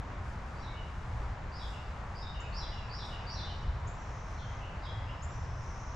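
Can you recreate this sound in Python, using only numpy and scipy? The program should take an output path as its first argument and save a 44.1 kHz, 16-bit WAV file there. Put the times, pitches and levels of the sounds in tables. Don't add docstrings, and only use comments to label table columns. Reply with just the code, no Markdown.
import sys
import numpy as np
from scipy import signal
from scipy.fft import rfft, irfft, next_fast_len
from scipy.io import wavfile
from scipy.ndimage import uniform_filter1d, map_coordinates

SR = 44100
rng = np.random.default_rng(int(sys.argv[2]) if len(sys.argv) > 2 else 0)


def master_out(mix):
    frames = np.transpose(np.atleast_2d(mix))
    ceiling = np.clip(frames, -1, 1)
    pcm = np.round(ceiling * 32767).astype(np.int16)
    wavfile.write(sys.argv[1], SR, pcm)


N = 262395
TIME = np.arange(N) / SR


def undb(db):
    return 10 ** (np.asarray(db) / 20)


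def unit(x):
    return x / np.sqrt(np.mean(x ** 2))


def colour(x, points):
    hz, db = np.transpose(points)
    size = next_fast_len(x.shape[-1])
    bins = np.maximum(np.fft.rfftfreq(size, 1 / SR), 1)
    gain = undb(np.interp(np.log(bins), np.log(hz), db))
    return irfft(rfft(x, size) * gain, size)[..., :x.shape[-1]]


def walk(rate):
    knots = rng.standard_normal(int(N / SR * rate) + 4)
    return map_coordinates(knots, [TIME * rate], order=1)


def swells(rows):
    return sum(undb(db) * np.exp(-.5 * ((TIME - s) / half) ** 2) for s, half, db in rows)


def around(pair):
    # f/Hz, side gain/dB
    width = [(30, -25), (90, -25.5), (180, -16), (350, -12.5), (700, -10), (1400, -7.5), (2600, -3.5),
             (5000, -7.5), (9000, -5.5)]
    side = colour(pair[1], width)
    return np.array([pair[0] + side, pair[0] - side])


def pan(left_db):
    return undb(np.array([[left_db], [-left_db]]) / 2)


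def add(track, start, sound):
    i = int(start * SR)
    track[i:i + len(sound)] += sound[:max(N - i, 0)]


def rumble():
    # f/Hz, gain/dB
    engine_tone = [(10, -12), (18, -8), (28, -0.5), (39, -0.5), (52, 4), (72, 3), (100, -0.5), (125, -1),
                   (160, -12), (220, -19.5), (400, -85)]
    # t/s at the height, half length/s, level/dB before panning
    heaves = [(1.21, 0.079, -42), (1.662, 0.023, -41), (2.57, 0.14, -46.5), (3.7, 0.034, -34.5)]
    # t/s at the height, half length/s, level/dB before panning
    drone_swells = [(0.26, 0.062, -51), (1.162, 0.11, -47), (3.422, 0.064, -49), (3.774, 0.12, -45),
                    (4.44, 0.082, -49.5), (4.993, 0.079, -44.5), (5.425, 0.16, -45)]
    # t/s at the height, half length/s, level/dB before panning
    body_swells = [(3.719, 0.12, -57), (5.603, 0.22, -62.5)]
    split_hz, body_hz = 65, 122
    layers = (("lowpass", split_hz, -44, heaves),
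              ("bandpass", (split_hz, body_hz), -46, drone_swells),
              ("highpass", body_hz, -51.5, body_swells))
    out = 0
    for kind, edges, steady_db, surges in layers:
        sos = signal.butter(4, edges, kind, fs=SR, output="sos")
        band = signal.sosfiltfilt(sos, rng.standard_normal((2, N)), padtype="even")
        band = around(colour(band, engine_tone))
        power = uniform_filter1d(np.mean(band ** 2, axis=0), size=SR // 6)
        band = band / np.sqrt(power)
        out = out + band * (undb(steady_db) + swells(surges))
    return pan(left_db=0.3) * out


def tyre_wash():
    # f/Hz, relative level/dB per Hz
    wash_tone = [(120, 0.5), (200, -4.5), (320, -8), (500, -3), (750, -0.5), (1000, 1), (1500, -4.5),
                 (2100, -10.5), (3000, -19), (4500, -24.5), (7300, -29.5), (8500, -42.5), (11500, -55),
                 (13000, -66)]
    # f/Hz, relative level/dB per Hz
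    roar_tone = [(115, -24), (170, 2), (215, 0.5), (290, 0.5), (370, -3.5), (520, -19.5)]
    # t/s at the height, half length/s, level/dB before panning
    wash_swells = [(3.45, 0.61, -68)]
    # t/s at the height, half length/s, roar level/dB
    passes = [(0, 0.66, -60), (3.3, 0.22, -68)]
    wash_db, roar_db, flicker_db = -47, -61.5, 0.63
    wash = unit(around(colour(rng.standard_normal((2, N)), wash_tone)))
    roar = unit(around(colour(rng.standard_normal((2, N)), roar_tone + [(1500, -69)])))
    wash = wash * (undb(wash_db + flicker_db * walk(9)) + swells(wash_swells))
    roar = roar * (undb(roar_db) + swells(passes))
    return pan(left_db=1.3) * wash + roar


def leaves():
    # t/s at the height, half length/s, level/dB before panning
    rustles = [(0.293, 0.051, -69), (0.504, 0.1, -72), (1.02, 0.2, -71.5), (1.21, .06, -80),
               (1.693, 0.083, -65.5), (1.92, 0.064, -74), (2.18, 0.11, -74), (2.60, 0.058, -73),
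               (3.09, 0.063, -67), (4.31, 0.044, -72), (5.68, 0.079, -74)]
    # f/Hz, relative level/dB per Hz
    leaf_tone = [(1500, -11), (3000, -5.5), (5000, 6), (7400, 0), (8500, -4.5), (10500, -11),
                 (12300, -15.5), (13500, -36)]
    ticks_per_s = 12000
    ticks = rng.standard_normal((2, N)) * (rng.random(N) < ticks_per_s / SR)
    return pan(left_db=3.0) * swells(rustles) * unit(around(colour(ticks, leaf_tone)))


def slur(length, start_hz, middle_hz, end_hz, edge):
    u = np.linspace(0, 1, int(length * SR))
    arc = np.polyfit([0, .5, 1], [start_hz, middle_hz, end_hz], 2)
    return u * length, np.polyval(arc, u), signal.windows.tukey(len(u), edge)


def whistles(notes, quiver_hz, blur, edge, flutter_db, rise_tilt_db):
    onset_share = 0.25
    out = np.zeros(N)
    quiver_phase = 2 * np.pi * np.cumsum(quiver_hz * (1 + 0.36 * walk(220))) / SR
    wobble = signal.sawtooth(quiver_phase, .5) + blur * walk(700)
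    wobble = np.tanh(1.32 * wobble)
    flutter = undb(flutter_db * walk(260))
    for start, length, start_hz, middle_hz, end_hz, db, depth_hz in notes:
        t, hz, push = slur(length, start_hz, middle_hz, end_hz, edge)
        buzz = np.sqrt(np.abs(np.sin(np.pi * t / length)))
        hz = hz + depth_hz * buzz * wobble[int(start * SR):][:len(t)]
        falling = end_hz < start_hz
        if falling:
            push = push * np.minimum(t / (onset_share * length), 1)
        tilt_db = 0 if falling else rise_tilt_db
        size = undb(db + tilt_db * (t / length - .5)) * np.sqrt(2)
        add(out, start, size * push * np.sin(2 * np.pi * np.cumsum(hz) / SR))
    return out * flutter


def woods(x, direct_db, early_db, late_db, early_t60, late_t60):
    t = np.arange(SR) / SR
    trunks = unit(undb(-60 * t / early_t60) * (1 - np.exp(-t / 0.0059)))
    deep = unit(undb(-60 * t / late_t60) * (1 - np.exp(-t / 0.026)))
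    fade = np.hypot(undb(early_db) * trunks, undb(late_db) * deep) / np.sqrt(SR)
    out = undb(direct_db) * np.array([x, x])
    hold = int(0.3 * SR)
    for i in range(0, N, hold):
        piece = x[i:i + 2 * hold]
        piece = piece * np.sin(np.pi * np.arange(len(piece)) / (2 * hold))
        echo = fade * unit(around(rng.standard_normal((2, SR))))
        for channel, heard in zip(out, signal.fftconvolve(piece[None], echo, axes=1)):
            add(channel, i / SR, heard)
    return out


def songbird():
    # a lead-in, a buzzy rise, a fall and low steps, phrase by phrase; then two softer closing calls
    # t/s, length/s, start f/Hz, middle f/Hz, end f/Hz, level/dB before the woods, quiver depth/Hz
    song_notes = [(.558, 0.046, 4590, 4660, 4740, -62.5, 130), (.58, .05, 5170, 5540, 5600, -61, 240),
                  (.616, 0.067, 3990, 3820, 3470, -53, 240), (.745, 0.061, 2803, 2900, 2870, -53.5, 190),
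                  (1.516, 0.078, 4550, 4910, 5460, -50.5, 340), (1.586, 0.068, 3890, 3590, 3360, -48, 240),
                  (1.706, 0.067, 2900, 2836, 2740, -51, 160), (2.143, 0.07, 4620, 4950, 5340, -50, 300),
                  (2.214, 0.066, 3830, 3743, 3650, -48.5, 150), (2.33, 0.064, 2990, 2890, 2790, -49.5, 170),
                  (2.42, 0.049, 2760, 2610, 2570, -50, 155), (2.518, 0.062, 4320, 4660, 4820, -50.5, 260),
                  (2.54, 0.051, 4690, 5200, 5590, -44.3, 350), (2.592, 0.06, 4130, 3980, 3900, -49, 140),
                  (2.616, 0.05, 3560, 3465, 3270, -49.5, 200), (2.705, 0.09, 2950, 2870, 2810, -52.3, 161),
                  (2.803, 0.063, 2710, 2596, 2530, -55, 170), (2.892, 0.048, 4550, 4670, 4760, -47.5, 160),
                  (2.916, 0.054, 4640, 5210, 5610, -45.5, 340), (2.976, 0.069, 4020, 3720, 3490, -46, 370),
                  (3.1, 0.055, 2990, 2914, 2840, -48.5, 160), (3.19, 0.052, 2676, 2540, 2480, -55.5, 165),
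                  (3.264, 0.046, 4520, 4624, 4730, -43, 161), (3.287, .053, 4660, 5400, 5830, -45, 290),
                  (3.346, 0.066, 4220, 3900, 3670, -43, 360), (3.452, 0.06, 3060, 3006, 2950, -51, 140),
                  (4.36, .044, 4380, 4140, 3900, -59, 280), (4.38, 0.076, 3500, 3310, 3190, -54.5, 260),
                  (4.601, 0.051, 2530, 2784, 2910, -50, 220), (4.815, 0.047, 4580, 4920, 5200, -57, 380),
                  (4.814, 0.064, 3950, 3890, 3860, -55.5, 175),
                  (4.836, 0.045, 3780, 3560, 3400, -56.5, 240), (4.842, 0.096, 3340, 3317, 3280, -54, 140),
                  (5.06, 0.06, 2590, 2820, 2900, -51, 240)]
    song = whistles(song_notes, quiver_hz=135.1, blur=0.5, edge=0.24, flutter_db=2.5, rise_tilt_db=-1.0)
    heard = woods(song, direct_db=-11.0, early_db=-4.5, late_db=-5.0, early_t60=0.3, late_t60=0.99)
    return pan(left_db=0.2) * heard


def far_birds():
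    # t/s, length/s, start f/Hz, middle f/Hz, end f/Hz, level/dB before pulsing and woods, sweep scale/Hz
    trills = [(0.677, 0.07, 2270, 2240, 2250, -58, 60), (1.67, 0.081, 7400, 7480, 7500, -71, 80),
              (3.88, 0.76, 5970, 6105, 6290, -65, 875), (4.472, 0.13, 2004, 2066, 2120, -58.5, 90),
              (4.931, 0.13, 1994, 2050, 2070, -58.5, 90), (4.98, 0.36, 5060, 5220, 5270, -71.5, 249),
              (5.29, 0.11, 6040, 6000, 6060, -64, 150), (5.238, 0.42, 5800, 5840, 5820, -65, 720),
              (5.534, 0.6, 6030, 6110, 5920, -61, 843)]
    sweeps_hz = 56
    out, unsteady, shake = np.zeros(N), walk(30), walk(600)
    for start, length, start_hz, middle_hz, end_hz, db, sweep_hz in trills:
        t, hz, push = slur(length, start_hz, middle_hz, end_hz, edge=0.37)
        drift, jitter = (np.roll(w, -int(start * SR))[:len(t)] for w in (unsteady, shake))
        cycle = 2 * np.pi * np.cumsum(sweeps_hz * (1 + .025 * drift)) / SR
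        hz = hz + sweep_hz * (0.784 * signal.sawtooth(cycle, .5) + .45 * jitter)
        push = push * (1 + 0.5 * np.cos(cycle))
        add(out, start, undb(db) * np.sqrt(2) * push * np.sin(2 * np.pi * np.cumsum(hz) / SR))
    return woods(out, direct_db=-7.0, early_db=-4.0, late_db=-4.0, early_t60=0.3, late_t60=1.0)


def near_bird():
    # t/s, length/s, start f/Hz, middle f/Hz, end f/Hz, level/dB before the woods, quiver depth/Hz
    chip_notes = [(2.402, 0.0084, 5800, 7180, 7200, -55, 30), (3.870, 0.017, 5940, 7120, 7540, -54.5, 30),
                  (5.220, 0.0245, 6030, 7190, 7270, -53, 30)]
    chips = whistles(chip_notes, quiver_hz=194, blur=.4, edge=0.26, flutter_db=1.0, rise_tilt_db=0.5)
    heard = woods(chips, direct_db=-3.0, early_db=-2, late_db=-5.0, early_t60=0.16, late_t60=0.85)
    return pan(left_db=0.5) * heard


def scene():
    return rumble() + tyre_wash() + leaves() + songbird() + far_birds() + near_bird()


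def record(dry):
    return signal.sosfilt(signal.ellip(8, .2, 70, 13000, fs=SR, output="sos"), dry)


dry = scene()
out = record(dry)
master_out(out)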